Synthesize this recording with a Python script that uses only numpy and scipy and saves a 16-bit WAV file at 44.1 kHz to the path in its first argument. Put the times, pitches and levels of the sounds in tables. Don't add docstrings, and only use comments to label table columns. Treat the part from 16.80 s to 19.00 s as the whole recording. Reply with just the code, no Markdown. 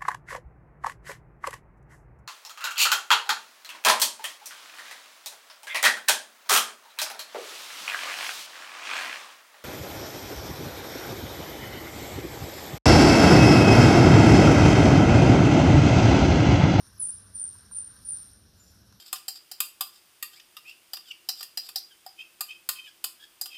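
import sys
import numpy as np
from scipy import signal
from scipy.fft import rfft, irfft
from scipy.io import wavfile
from scipy.ndimage import uniform_filter1d

SR = 44100
rng = np.random.default_rng(int(sys.argv[2]) if len(sys.argv) > 2 else 0)


def nominal_scale(level):
    x = np.asarray(level, float) / 20
    return 10 ** x


def generate_wav(signal):
    frames = np.transpose(np.atleast_2d(signal))
    scaled = np.clip(frames, -1, 1) * 32767
    pcm = np.round(scaled).astype(np.int16)
    wavfile.write(sys.argv[1], SR, pcm)


N = 97020
LEAD_S = 0.3


def sing(s, hz, db, rough, grit_db):
    wobble_hz, wobble_rate_hz = 322, 174
    flutter_db, flutter_rate_hz = 16.5, 95
    grit_low_hz, grit_high_hz = 9200, 10900
    wobble = drift(wobble_rate_hz, SR // 2)
    flutter = drift(flutter_rate_hz, SR // 2)
    white = rng.standard_normal(SR // 2)

    i = np.arange(int(s[0] * SR), int(s[-1] * SR))
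    hz = np.interp(i / SR, s, hz)
    db = np.interp(i / SR, s, db)
    rough = np.interp(i / SR, s, np.clip(rough, 0, 1))
    pitch = hz + wobble_hz * rough * np.tanh(wobble[:len(i)])
    tone = np.sqrt(2) * np.sin(2 * np.pi * np.cumsum(pitch) / SR)
    grit_band = [grit_low_hz, max(grit_high_hz, 1.05 * hz.max())]
    grit = signal.sosfilt(signal.butter(2, grit_band, "band", fs=SR, output="sos"), white[:len(i)])
    gain = nominal_scale(db + flutter_db * rough * np.tanh(flutter[:len(i)]))

    lead = int(LEAD_S * SR)
    out = np.zeros(N + lead)
    out[i + lead] = (tone + nominal_scale(grit_db) * grit) * gain
    return out


def long_squeaks():
    # time in seconds, pitch in Hz.
    glides = [
        [(.528, 9130), (.556, 9170), (.582, 9400), (.598, 9300), (.61, 9020), (.626, 9200), (.645, 8900),
         (.665, 9000)],
        [(.906, 9230), (.914, 9170), (.924, 9110), (.942, 9220), (.951, 9250), (.97, 9240), (.998, 9220),
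         (1.008, 8950), (1.016, 8900)],
        [(1.243, 9170), (1.251, 9190), (1.278, 9370), (1.292, 9500), (1.305, 9320), (1.322, 9200),
         (1.345, 9100)],
    ]
    glide_levels = [
        [-67, -35.5, -40.5, -37.5, -33.5, -36.5, -30.5, -52],
        [-70, -48, -41, -44, -35, -36.5, -39, -36, -61],
        [-77, -41.5, -38, -35.5, -36, -33, -42],
    ]
    roughen_times = [0.082, 0.043, .025]
    out = 0
    for curve, db, turn in zip(glides, glide_levels, roughen_times):
        s, hz = np.transpose(curve)
        rough = np.interp(s - s[0], [turn / 2, turn], [0.11, 0.31])
        out = out + sing(s, hz, db, rough, grit_db=-30)
    return out


def steady_squeaks():
    # start in seconds, hold in seconds, pitch in Hz.
    chirps = [ (-.17, .03, 9230), (.18, .01, 10250), (.2, .007, 9950), (.215, .003, 9900),
              (.226, .005, 9960), (.219, .042, 9070), (.202, .015, 10900), (.215, .03, 9480),
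              (.958, .016, 9550), (.968, .012, 9020), (.945, .035, 10800), (1.288, .04, 9060),
              (1.255, .03, 9620), (1.265, .045, 10700), (1.778, .016, 7150), (1.799, .018, 7120),
              (1.765, .16, 13900), (.638, .02, 8900), ]
    # level in dB, roughness from 0 to 1, grit in dB.
    chirp_voices = [(-37.5, 0.31, -36), (-68.5, 1, -30), (-31, 0.25, -25.5), (-29.5, 0.25, -32.5),
                    (-32, 0.3, -28), (-34.5, 0.32, -30), (-74, 0.3, 31.5), (-47, 0.83, -22.5),
                    (-49, 0.52, -19), (-37.5, 0.38, -30), (-81, 0.3, 25), (-36.5, 0.26, -36),
                    (-60, 0.55, -10), (-79.5, .3, 24), (-72, 0.068, -30), (-57.5, 0.1, -30), (-79, .2, -30),
                    (-41.5, 0.24, -33)]
    attack_s, release_s, edge_db = 0.008, 0.0066, -39
    out = 0
    for (s, hold, hz), (db, rough, grit_db) in zip(chirps, chirp_voices):
        times = [s - attack_s, s, s + hold, s + hold + release_s]
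        levels = [db + edge_db, db, db, db + edge_db]
        out = out + sing(times, [hz] * 4, levels, [rough] * 4, grit_db)
    return out


def felt():
    # time in seconds, level in dB, brightness in dB per octave.
    stroke = [(0.0, -61, -1.5), (0.19, -63, -1), (0.21, -59, -0.5), (0.26, -62, 0), (0.51, -64.5, -1),
              (0.61, -60.5, 2.5), (0.62, -62, 1.5), (0.77, -60.5, 0), (0.88, -63.5, -2), (0.91, -63, 0.5),
              (1.15, -62, -0.5), (1.33, -61.5, 0.5), (1.39, -58.5, 1), (1.65, -67.5, -0.5),
              (1.97, -61.5, 1.5), (2.029, -66, 0), (2.16, -64, 0), (2.2, -66, 1)]
    # centre in Hz, width in Hz, level in dB.
    felt_bands = [(1112, 594, -6.5), (1538, 372, -6), (4015, 1010, -5.5), (5497, 770, 1),
                  (9840, 3340, -4.5), (12100, 2400, -4.5)]
    patchy_db, patchy_rate_hz = 2, 17.8
    s, db, bright_db = np.transpose(stroke)
    t = np.arange(N) / SR
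    out = 0
    for hz, width, level_db in felt_bands:
        rubbed = resonance(rng.standard_normal(N), hz, width)
        band = rms_one(resonance(rubbed, hz, 1.55 * width))
        tilt_db = np.interp(t, s, bright_db) * np.log2(hz / 5000)
        out = out + band * nominal_scale(level_db + tilt_db + patchy_db * drift(patchy_rate_hz, N))
    return out * nominal_scale(np.interp(t, s, db) - 4.0)


def ticks():
    # time in seconds, peak in dB, hollow ring in dB, middle ring in dB, bright part in dB.
    knocks = [
        (0.067, -55.5, -5, 2, 8),
        (0.753, -48.5, 0, -10, -8),
        (0.912, -47, 2, 0.5, -8),
        (1.142, -55, -8, -6, -9),
        (1.164, -49, -9, -3, -17),
        (1.355, -56, -11, -9, -4),
        (1.374, -58, -17, -4, -4),
        (2.125, -52, -1, -1, 7.5),
    ]
    # pitch in Hz, level in dB, decay by 60 dB in seconds.
    holder_modes = [(1010, -6, .035), (1189, -11, 0.025), (1357, -7.5, 0.03), (1600, -9, 0.035),
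                    (2700, -18, .015), (4260, -12, 0.03), (6150, -11.5, 0.02), (7200, -19, .012)]
    crack_db, crack_t60_s, wet_db = -11, 0.016, -11.5
    s, db, hollow_db, middle_db, bright_db = np.transpose(knocks)
    at = (s * SR).astype(int)
    out = np.zeros(N)
    for k, (hz, level_db, t60) in enumerate(holder_modes):
        if hz < 1100:
            part_db = hollow_db
        elif hz < 1480:
            part_db = middle_db
        else:
            part_db = bright_db * (hz > 2500)
        clicks = np.zeros(N)
        clicks[at] = (-1) ** k * nominal_scale(db + level_db + part_db)
        r, w = nominal_scale(-60 / (t60 * SR)), 2 * np.pi * hz / SR
        out += signal.lfilter([0, np.sin(w)], [1, -2 * r * np.cos(w), r * r], clicks + 1e-18)

    crack = np.zeros(N)
    crack[at] = nominal_scale(db + crack_db + bright_db)
    t = np.arange(SR // 20) / SR
    burst = rng.standard_normal(len(t)) * nominal_scale(-60 * t / crack_t60_s)
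    out += signal.fftconvolve(crack, burst)[:N]
    return out + nominal_scale(wet_db) * room(out)


def ventilation():
    # frequency in Hz, density in dB per Hz.
    rumble_curve = [(15, -40), (32, -21), (54, -2), (102, -2), (147, -13.5), (195, -6), (361, -20),
                    (494, -20.5), (900, -29), (1170, -57), (1980, -120)]
    # pitch in Hz, width in Hz, level in dB.
    motor_lines = [(70.3, 33, -65), (99.1, 3.7, -66.5), (199.4, 17, -73.5)]
    # frequency in Hz, density in dB per Hz.
    air_curve = [(410, -14), (700, -0.5), (1510, -17.5), (2690, 2.5), (5580, 2.5), (7450, -10.5),
                 (9220, -15), (9820, -35), (14100, 3)]
    hum = 0
    for hz, width, db in motor_lines:
        line = resonance(rng.standard_normal(N + SR), hz, width)[SR:]
        hum = hum + nominal_scale(db) * rms_one(line)
    return nominal_scale(-62) * coloured(rumble_curve) + hum + nominal_scale(-71) * coloured(air_curve)


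def room(x):
    t60_s, late_t60_s, late_db = 0.41, 1.32, -21
    first_echo_s, build_s = 0.0033, 0.011
    t = np.arange(SR) / SR
    build = np.clip((t - first_echo_s) / build_s, 0, 1)
    decay = nominal_scale(-60 * t / t60_s) + (1 - t) * nominal_scale(late_db - 60 * t / late_t60_s)
    echo = rng.standard_normal(SR) * build * decay
    return signal.fftconvolve(x, echo / np.sqrt(np.sum(echo ** 2)))[:len(x)]


def rms_one(x):
    return x / np.sqrt(np.mean(x ** 2) + 1e-20)


def drift(rate, size):
    r = np.exp(-2 * np.pi * rate / SR)
    wander = signal.lfilter([1], [1, -2 * r, r * r], rng.standard_normal(size + 9000))
    return rms_one(wander[9000:])


def coloured(points):
    hz, db = np.transpose(points)
    f = np.arange(1, N // 2 + 2) * SR / N
    shape = nominal_scale(np.interp(np.log(f), np.log(hz), db, -90, -90))
    return rms_one(irfft(rfft(rng.standard_normal(N)) * shape, N))


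def resonance(x, hz, width):
    r = np.exp(-np.pi * width / SR)
    poles = [1, -2 * r * np.cos(2 * np.pi * hz / SR), r * r]
    return signal.lfilter((1 - r * r) / 2 * np.array([1, 0, -1]), poles, x + 1e-18)


def starve(x):
    # frequency in Hz, depth in dB.
    starve_depths = [(6500, 67), (7400, 53), (7800, 38), (8400, 34), (8700, 41), (9900, 51), (10400, 36.5),
                     (11300, 39), (11700, 35.5), (12700, 40.5), (13100, 31), (14500, 17)]
    lag = 0.58
    soft_db, chance_db = 1.0, 2.5
    thin_hz, thin_share = 12950, 0.8
    f, _, z = signal.stft(x, SR, nperseg=1024, noverlap=768)
    power = np.abs(z[:-1]) ** 2 + 1e-20
    band_power = power.reshape(64, 8, -1).mean(axis=1)
    db = 10 * np.log10(uniform_filter1d(band_power, size=5, axis=1))
    hz = f[4::8][:64]
    loud = signal.lfilter([1 - lag], [1, -lag], nominal_scale(db[hz > 6000].max(axis=0)))

    spare_db = db - 20 * np.log10(loud + 1e-20) + np.interp(hz, *np.transpose(starve_depths))[:, None]
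    chance = rms_one(uniform_filter1d(rng.standard_normal(db.shape), size=8, axis=1))
    spare_db = np.repeat(spare_db + chance_db * chance, 8, axis=0)
    line_db = 10 * np.log10(power) - np.repeat(db, 8, axis=0)
    spare_db = spare_db + thin_share * line_db * (f[:-1, None] > thin_hz)
    z[:-1] *= 0.5 + 0.5 * np.tanh(spare_db / soft_db)
    return signal.istft(z, SR, nperseg=1024, noverlap=768)[1][:N]


def scene():
    sung = long_squeaks() + steady_squeaks()
    sung = (sung + nominal_scale(-1.26) * room(sung))[-N:]
    return (sung + felt() + ticks() + ventilation())[None]


def roll_off(x):
    return signal.sosfilt(signal.butter(12, 14290, fs=SR, output="sos"), x)


def record(dry):
    x = signal.sosfilt(signal.cheby2(10, 30, 14900, fs=SR, output="sos"), dry)
    x = signal.sosfilt(signal.butter(4, 33, "high", fs=SR, output="sos"), x)
    mix = starve(x[0])[None]
    return roll_off(mix)


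dry = scene()
out = record(dry)
generate_wav(out)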